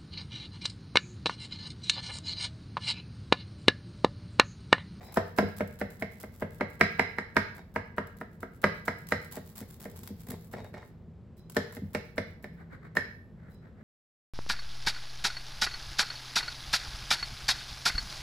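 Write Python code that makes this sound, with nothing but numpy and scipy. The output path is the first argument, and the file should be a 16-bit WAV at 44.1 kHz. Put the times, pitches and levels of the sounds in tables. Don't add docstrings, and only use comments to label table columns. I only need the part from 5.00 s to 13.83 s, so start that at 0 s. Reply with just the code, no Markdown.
import sys
import numpy as np
from scipy import signal
from scipy.fft import rfft, irfft, next_fast_len
from scipy.io import wavfile
from scipy.ndimage import uniform_filter1d

SR = 44100
rng = np.random.default_rng(int(sys.argv[2]) if len(sys.argv) > 2 else 0)


def dump_mix(stems):
    frames = np.atleast_2d(stems).T
    limited = np.clip(frames, -1, 1)
    pcm = np.round(limited * 32767).astype(np.int16)
    wavfile.write(sys.argv[1], SR, pcm)


N = 389403

# (blade meets plate t/s, force level/dB, time in the crust before that t/s, crunch level/dB)
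STROKES = [(0.1715, 6, 0.049, -58), (0.386, 7, 0.022, -48.5), (0.6069, 0.5, 0.041, -52.5),
           (0.814, -2.5, 0.025, -55.5), (1.0233, -4.5, 0.027, -59), (1.2371, -14.5, 0.037, -54),
           (1.422, -3, 0.024, -59), (1.6092, 0, 0.026, -68), (1.8113, 4.5, 0.017, -60),
           (1.995, 1, 0.018, -67), (2.1847, -8.5, 0.021, -75), (2.3673, 3, 0.021, -67),
           (2.581, -29, 0.031, -63.5), (2.761, -4, 0.02, -63.5), (2.9817, -3.5, 0.017, -67),
           (3.213, -13, 0.044, -64), (3.4303, -11.5, 0.026, -62.5), (3.641, 4, 0.024, -55.5),
           (3.8806, -3.5, 0.027, -53), (4.122, -0.5, 0.036, -50.5), (4.3716, -11.5, 0.059, -51.5),
           (4.61, -27, 0.055, -52), (4.8556, -14, .055, -53.5), (5.09, -34, 0.054, -58),
           (5.317, -30, .032, -47.5), (5.537, -12, 0.023, -61), (5.741, -17.5, 0.0076, -78),
           (6.5671, 3, 0.02, -55), (6.7681, -18, 0.044, -56), (6.9493, -2.5, 0.017, -59.5),
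           (7.1805, -2, 0.021, -66), (7.443, -15.5, 0.017, -65), (7.9694, -5, 0.018, -56)]
# (t/s, centre of the ring f/Hz, ring over body level/dB,
# edge tick over body level/dB, main mode over the rest level/dB, blade over body level/dB)
CONTACT = [(.17, 1240, -8, -14.5, 3, -42), (.39, 1460, -6, -11.5, -9, -34), (.6, 1660, -11, -21, -3, -51),
           (1.02, 2190, -3, -13, 0, -36), (1.42, 1700, -10, -26.5, -16, -54),
           (1.81, 1900, 4.5, -5.5, -2.5, -18), (2, 1900, 5, -7.5, -3, -19), (2.37, 1580, 5, -6, 0, -27),
           (2.76, 1510, 1.5, -13, -8.5, -37), (3.21, 1404, 0, -17, -2, -39.5),
           (3.43, 1450, -1.5, -22, -5, -38), (3.64, 1675, 2.5, -9, -13, -24.5),
           (4.12, 1760, 2.5, -6.5, -3.5, -22), (4.37, 1800, -14.5, -25.5, 5, -45.5),
           (4.86, 1850, -10.5, -18.5, -0.5, -33), (6.57, 1580, -5, -5.5, 5, -42),
           (6.95, 2260, -4.5, -6.5, -4, -43), (7.44, 1900, -2, -10.5, 4, -27.5),
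           (7.97, 1720, 9.5, -1.5, 6.5, -30)]
# (t/s, lag of the left port t/s)
PLACE = [(.3, .00008), (3, .00003), (5.3, -.00004), (6.5, .00001), (8, -.00006)]
# (f/Hz, level/dB, 60 dB decay t/s)
PLATE_RING = [(979, 11, 0.028), (1272, 6.5, 0.0224), (1397, 3.5, 0.025), (1617, 5, 0.028),
              (1833, 10, 0.025), (2020, 6, 0.027), (2139, 0, 0.038), (2200, 1, 0.029), (2905, -6, 0.025)]
PLATE_BODY = [(407.7, 1.7, 0.053), (475.7, 4.6, 0.052), (614.8, 6.5, 0.051), (728, 0.9, 0.028),
              (822, 4.1, 0.022)]
TABLE_TOP = [(95.5, -8, 0.2), (129.1, -12.5, 0.021), (163.4, -5, 0.11), (203.9, 4, 0.097),
             (234, -2.5, 0.072), (251.8, -0.5, 0.074)]
# (f/Hz, level/dB, 60 dB decay t/s)
BLADE = [(3380, -9.5, 0.22), (3980, 3.5, 0.21), (5060, 4.5, 0.21), (5900, -16.5, 0.38)]
# (f/Hz, level/dB, 60 dB decay t/s)
BLADE_TIP = [(3760, 1, 0.06)]
# (t/s, level/dB)
SNAPS = [(0.142, -22.5), (0.158, -26.5), (0.675, -33), (0.903, -32), (1.2037, -33), (3.07, -35),
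         (4.069, -30.5), (4.246, -31.5), (4.323, -22), (4.5798, -23), (4.898, -34.5), (4.914, -36),
         (5.033, -26), (5.0747, -23), (5.268, -32), (6.498, -26), (6.52, -31.5)]
# (t/s, rustle level/dB)
CRUMBS = [(.2, -70), (.8, -65.5), (1.6, -65.5), (2.4, -88), (3.6, -70), (4.2, -63.5), (4.9, -57.5),
          (5.1, -62), (5.6, -72), (7.2, -77), (8, -98.5)]
# (start t/s, end t/s, level/dB)
SCRAPES = [(0, 0.13, -52.5), (2.56, 2.6, -52.5), (4.33, 4.39, -53.5), (4.57, 4.64, -57), (4.78, 5.1, -65.5),
           (5.27, 5.35, -51.5), (5.525, 5.62, -48), (5.64, 5.675, -52), (5.742, 5.79, -48.5),
           (5.8, 5.84, -55)]
# (start t/s, end t/s, level/dB)
SHOVES = [(4.87, 4.94, -45.5), (5.28, 5.345, -37.5), (5.54, 5.63, -43.5), (6.77, 6.8, -39.5)]
# (start t/s, end t/s, level/dB)
BRUSHES = [(0.019, 0.083, -57), (6.369, 6.398, -63.5), (8.501, 8.554, -68)]
# (start t/s, length t/s, level/dB)
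SLIDES = [(7.561, 0.095, -54.5), (7.682, 0.1, -50.5), (7.802, 0.098, -52.5), (8.33, 0.25, -61),
          (8.598, 0.13, -59), (8.744, 0.11, -60)]
# (t/s, level/dB, plate over table level/dB)
SETTLES = [(0.426, 0, -3.5), (4.611, -13, -6.5), (5.103, -9.5, -13.5), (6.819, -4.5, -21)]
# (t/s, level/dB)
TAPS = [(4.626, -29.5), (5.316, -26.5), (5.645, -30), (5.768, -27.5), (5.783, -31), (5.826, -25),
        (6.726, -30), (7.952, -21)]
# (f/Hz, density level/dB)
EDGE_COLOUR = [(800, 0), (2200, 6), (2480, -8), (2900, -3.5), (3550, -5), (4020, 0.5), (4650, -7),
               (5120, -1), (6100, -10.5), (8200, -16), (11400, -12.5), (15500, -26.5)]
CRUST_COLOUR = [(300, -15.5), (1000, 0), (2000, -5.5), (2900, -8), (3900, -6), (7000, -7.5), (11400, -2.5),
                (15500, -2)]
BASE_COLOUR = [(200, -21), (500, 5.5), (900, -5), (1600, 0.5), (2300, -11.5), (3000, -16.5), (9000, -51.5)]
RUB_COLOUR = [(200, -5.5), (420, 9), (850, 11.5), (1300, -3), (2200, 2.5), (2800, -13.5), (4500, -11.5),
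              (6500, -18), (12000, -28)]
JUDDER_COLOUR = [(40, -41), (90, 11.5), (135, -4), (205, -0.5), (255, 7), (310, -22), (420, -2),
                 (620, -18.5), (1200, -48), (4000, -51)]
SLIDE_COLOUR = [(300, 2), (700, -6), (1050, -6.5), (1500, 0.5), (2150, -5), (2700, -28.5), (4000, -23.5),
                (6000, -35.5), (14000, -36.5)]
VENT_COLOUR = [(15, -56), (25, -22), (48, -9), (95, -2), (170, -8.5), (223, -6), (285, -20), (373, -16.5),
               (800, -30.5), (7000, -58.5), (16000, -72.5)]
# (centre f/Hz, echo level/dB, 60 dB decay t/s)
KITCHEN = [(90, -5, 0.64), (238, -16.5, 0.028), (436, -3.5, 0.32), (535.5, -6.5, 0.22), (885, -8, 0.37),
           (1900, -5.5, 0.39), (4530, -3.5, 0.39), (8200, -6, 0.15), (15000, -11.5, 0.84)]

MAIN_MODE = 4
THUMP_GROWTH = 0.93
DRAW_AFTER_S, DRAW_S = 0.085, 0.07
TREBLE_HZ, TREBLE_SHARE, TREBLE_LAG_S = 6400, .85, .000262
CEILING = .88
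TOP_HZ = 16100


def knocks(thump_db=-3.0, body_db=0, ring_db=2, tick_db=-1, blade_db=1,
           rebound_s=0.02052, rebound_db=-12, tick_s=0.006):
    out, ticks = np.zeros((2, 2, N))
    t = seconds(0.032)
    for at, force, _, _ in STROKES:
        centre_hz, ring_over, tick_over, main_db, blade_over = follow(CONTACT, at)
        thump = THUMP_GROWTH * force
        modes = [(hz, db + main_db * (k == MAIN_MODE), t60) for k, (hz, db, t60) in enumerate(PLATE_RING)]
        modes = pressed(modes, spread=.01)
        plate = ring(modes, at, rise_s=.0003, skew=.2, stagger_s=.0003, centre_hz=centre_hz)
        body = ring(pressed(PLATE_BODY, spread=.025), at, rise_s=.0005, skew=.14, stagger_s=.0008)
        table = ring(TABLE_TOP, at, rise_s=0.0038, skew=0.063, stagger_s=0.0012)
        rebound = ring(TABLE_TOP, at, rise_s=0.0032, skew=.05, stagger_s=0.0027)
        add(out, at + 0.00019, undb(force + ring_over + ring_db) * plate)
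        add(out, at, undb(force + body_db) * body)
        add(out, at, undb(force + blade_over + blade_db) * blade_ring(at))
        add(out, at + 0.0022, undb(thump + thump_db) * table)
        add(out, at + rebound_s, undb(thump + rebound_db) * rebound)
        tick = np.exp(-t / tick_s) * noise(len(t), width=0.94)
        add(ticks, at - .001, undb(force + tick_over + tick_db) * unit(tick))
    return out + colour(ticks, EDGE_COLOUR)


def blade_ring(at, count=5):
    modes = []
    for hz, db, t60 in BLADE:
        for _ in range(count):
            modes.append((hz * (1 + .007 * rng.standard_normal()), db, t60))
    return ring(modes, at, rise_s=.002, skew=.6, stagger_s=.004)


def pressed(modes, spread):
    return [(hz * (1 + spread * rng.standard_normal()), db, t60) for hz, db, t60 in modes]


def crust(crunch_db=2, draw_db=2, snap_db=6, entry_db=24, overrun_s=0.007, snap_s=0.0053, brittle_db=-55):
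    bites = [(at - lead, at + overrun_s, db) for at, _, lead, db in STROKES]
    draws = []
    for at, _, _, _ in STROKES:
        start = at + DRAW_AFTER_S
        draws.append((start, start + DRAW_S, *follow(CRUMBS, at)))
    out = undb(crunch_db) * grains(bites, per_s=900, patchy_db=9, fade_s=0.0065, width=0.7)
    out += undb(draw_db) * grains(draws, per_s=1200, patchy_db=8, fade_s=0.04, width=1.0)
    entries = [(start, min(db, brittle_db) + entry_db) for start, _, db in bites]
    t = seconds(0.0092)
    for at, db in entries + SNAPS:
        snap = np.exp(-t / snap_s) * noise(len(t), width=1.0)
        add(out, at, undb(db + snap_db) * unit(snap))
    return colour(out, CRUST_COLOUR)


def pastry_base(before_s=.009, before_db=-46, after_s=0.016, after_db=-38.5):
    ahead, behind = [], []
    for at, force, _, _ in STROKES:
        ring_over = follow(CONTACT, at)[1]
        ahead.append((at - before_s, at, force + max(ring_over, 0) + before_db))
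        behind.append((at + 0.002, at + after_s, force + after_db))
    crushing = grains(ahead + behind, per_s=3500, patchy_db=1.5, fade_s=0.0046, width=0.9)
    return colour(crushing, BASE_COLOUR)


def small_knocks(tap_body_db=-3):
    out = np.zeros((2, N))
    for at, db, foot_db in SETTLES:
        table = ring(TABLE_TOP, at, rise_s=0.02, skew=0.11, stagger_s=0.002)
        foot = ring(PLATE_BODY[:2], at, rise_s=0.003, skew=.1, stagger_s=0.00094)
        add(out, at, undb(db) * table)
        add(out, at, undb(db + foot_db) * foot)
    for at, db in TAPS:
        plate = ring(PLATE_RING, at, rise_s=.0005, skew=.2, stagger_s=.002)
        body = ring(PLATE_BODY, at, rise_s=.0005, skew=.14, stagger_s=.002)
        add(out, at, undb(db) * plate)
        add(out, at, undb(db + tap_body_db) * body)
    return out


def friction(scrape_db=-2, shove_db=-2, tip_db=-23):
    rub = grains(SCRAPES, per_s=1400, patchy_db=7, fade_s=.012, width=.4, patch_s=.008)
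    judder = grains(SHOVES, per_s=900, patchy_db=3, fade_s=.01, width=.12)
    tip = convolve(rub, ring(BLADE_TIP, 0, rise_s=.001, skew=.6, stagger_s=.001))
    out = undb(scrape_db) * colour(rub, RUB_COLOUR)
    return out + undb(tip_db) * tip + undb(shove_db) * colour(judder, JUDDER_COLOUR)


def sliding(grit_db=3, grit_s=0.0075):
    out = np.zeros((2, N))
    for start, length, db in SLIDES:
        t = seconds(length)
        catch = np.interp(t / grit_s, np.arange(len(t)), rng.standard_normal(len(t)))
        speed = np.sin(np.pi * t / length) ** 2
        add(out, start, undb(db + grit_db * catch) * speed * noise(len(t), width=0.84))
    return colour(out, SLIDE_COLOUR)


def brushing(grit_db=-4, sing_db=-7):
    brush = grains(BRUSHES, per_s=1800, patchy_db=4, fade_s=.015, width=.7)
    return undb(grit_db) * colour(brush, CRUST_COLOUR) + undb(sing_db) * convolve(brush, blade_ring(0))


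def radiated(x, lowest_hz=60):
    return signal.sosfilt(signal.butter(2, lowest_hz, "high", fs=SR, output="sos"), x)


def kitchen(dry, first_s=0.0085, build_s=0.0014, wide_hz=1100):
    t = np.arange(2 ** 15) / SR
    hz = np.fft.rfftfreq(2 * len(t), 1 / SR)
    points, levels, t60s = np.transpose(KITCHEN)
    onset = np.clip((t - first_s) / build_s, 0, 1)
    spectrum = 0
    for band, db, t60 in zip(np.eye(len(points)), levels, t60s):
        weight = undb(db) * np.sqrt(along(hz, points, band))
        spectrum = spectrum + weight * even_tail(t60, onset, t)
    response = irfft(stereo(*spectrum, np.minimum(hz / wide_hz, 1)))
    return convolve(dry, response[:, :len(t)])


def even_tail(t60, onset, t):
    tail = rng.standard_normal((2, len(t))) * onset * undb(-60 * t / t60)
    spectrum = rfft(tail, 2 * len(t))
    return spectrum / np.sqrt(uniform_filter1d(np.abs(spectrum) ** 2, size=15))


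def ventilation(air_db=-50.5, hum_hz=166, hum_db=-58):
    air = noise(N, width=.18)
    t = np.arange(N) / SR
    knots = np.arange(0, N / SR + 1, .08)
    swell, drift = (np.interp(t, knots, v) for v in rng.standard_normal((2, len(knots))))
    hum = (1 + 1.44 * swell) * np.sin(2 * np.pi * hum_hz * t + drift)
    return undb(air_db) * colour(air, VENT_COLOUR) + undb(hum_db) * hum


def ring(modes, at, rise_s, skew, stagger_s, centre_hz=None, span_hz=560, right_db=7, right_hz=2050):
    hz, db, t60 = np.transpose(modes)[:, :, None]
    share, detune, offset = rng.standard_normal((3, len(hz), 1))
    t = np.maximum(seconds(min(t60.max(), .5)) - stagger_s * rng.random((len(hz), 1)), 0)
    hz = hz * (1 + .007 * detune)
    db = db + 1.4 * share
    pan_db = 0
    if centre_hz is not None:
        db = db - np.minimum(6 * ((hz - centre_hz) / span_hz) ** 2, 12)
        pan_db = right_db * np.minimum(hz / right_hz, 1) ** 6
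    lead = skew * offset + np.pi * hz * np.interp(at, *np.transpose(PLACE))
    fade = undb(db - 60 * t / t60) * (1 - np.exp(-t / rise_s))
    ports = []
    for side in (-1, 1):
        wave = np.sin(2 * np.pi * hz * t + side * lead)
        ports.append(fade * undb(side * pan_db / 2) * wave)
    return unit(np.sum(ports, axis=1))


def grains(spans, per_s, patchy_db, fade_s, width, patch_s=0.0035):
    out = np.zeros((2, N))
    for start, end, db in spans:
        t = seconds(max(end - start, .008) + fade_s)
        swell = np.clip(np.minimum(t, t[-1] - t) / fade_s, 0, 1)
        flurry = np.interp(t / patch_s, np.arange(len(t)), rng.uniform(-1, 1, len(t)))
        struck = rng.random(len(t)) < per_s / SR
        clicks = swell * undb(patchy_db * flurry) * struck
        burst = unit(clicks * noise(len(t), width))
        add(out, start - fade_s / 2, burst * undb(db) * np.sqrt(len(t)))
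    return out


def noise(length, width):
    return stereo(*rng.standard_normal((2, length)), width)


def stereo(mid, side, width):
    return np.array([mid + width * side, mid - width * side]) / np.hypot(1, width)


def colour(x, points, size=4096):
    log_gain = np.log(undb(along(np.fft.rfftfreq(size, 1 / SR), *np.transpose(points))))
    cepstrum = irfft(log_gain)
    cepstrum[1:size // 2] *= 2
    cepstrum[size // 2 + 1:] = 0
    return convolve(x, unit(irfft(np.exp(rfft(cepstrum)))))


def convolve(x, response):
    return signal.fftconvolve(x, np.atleast_2d(response), axes=-1)[:, :N]


def follow(curve, at):
    times, *columns = np.transpose(curve)
    return [np.interp(at, times, column) for column in columns]


def along(hz, points, values):
    return np.interp(np.log(hz + 1), np.log(points), values)


def undb(db):
    return 10 ** (np.asarray(db) / 20)


def unit(x):
    return x / np.sqrt(np.mean(np.sum(x ** 2, axis=-1)) + 1e-18)


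def seconds(length):
    return np.arange(int(length * SR)) / SR


def add(out, at, x):
    i = max(int(at * SR), 0)
    out[:, i:i + x.shape[-1]] += x[..., :max(N - i, 0)]


def scene():
    cutting = knocks() + crust() + pastry_base()
    handling = small_knocks() + friction() + sliding() + brushing()
    dry = radiated(cutting + handling)
    return dry + kitchen(dry) + ventilation()


def record(dry):
    size = next_fast_len(N)
    hz = np.fft.rfftfreq(size, 1 / SR)
    left, right = rfft(dry, size)
    shared = TREBLE_SHARE * (1 + np.tanh((hz - TREBLE_HZ) / 500)) / 2
    late_left = left * np.exp(-2j * np.pi * hz * TREBLE_LAG_S)
    right = np.sqrt(1 - shared) * right + np.sqrt(shared) * late_left
    heard = irfft(np.array([left, right]), size)[:, :N]
    heard = heard / (1 + (heard / CEILING) ** 8) ** (1 / 8)
    return signal.sosfilt(signal.ellip(8, .2, 70, TOP_HZ, fs=SR, output="sos"), heard)


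dry = scene()
out = record(dry)
dump_mix(out)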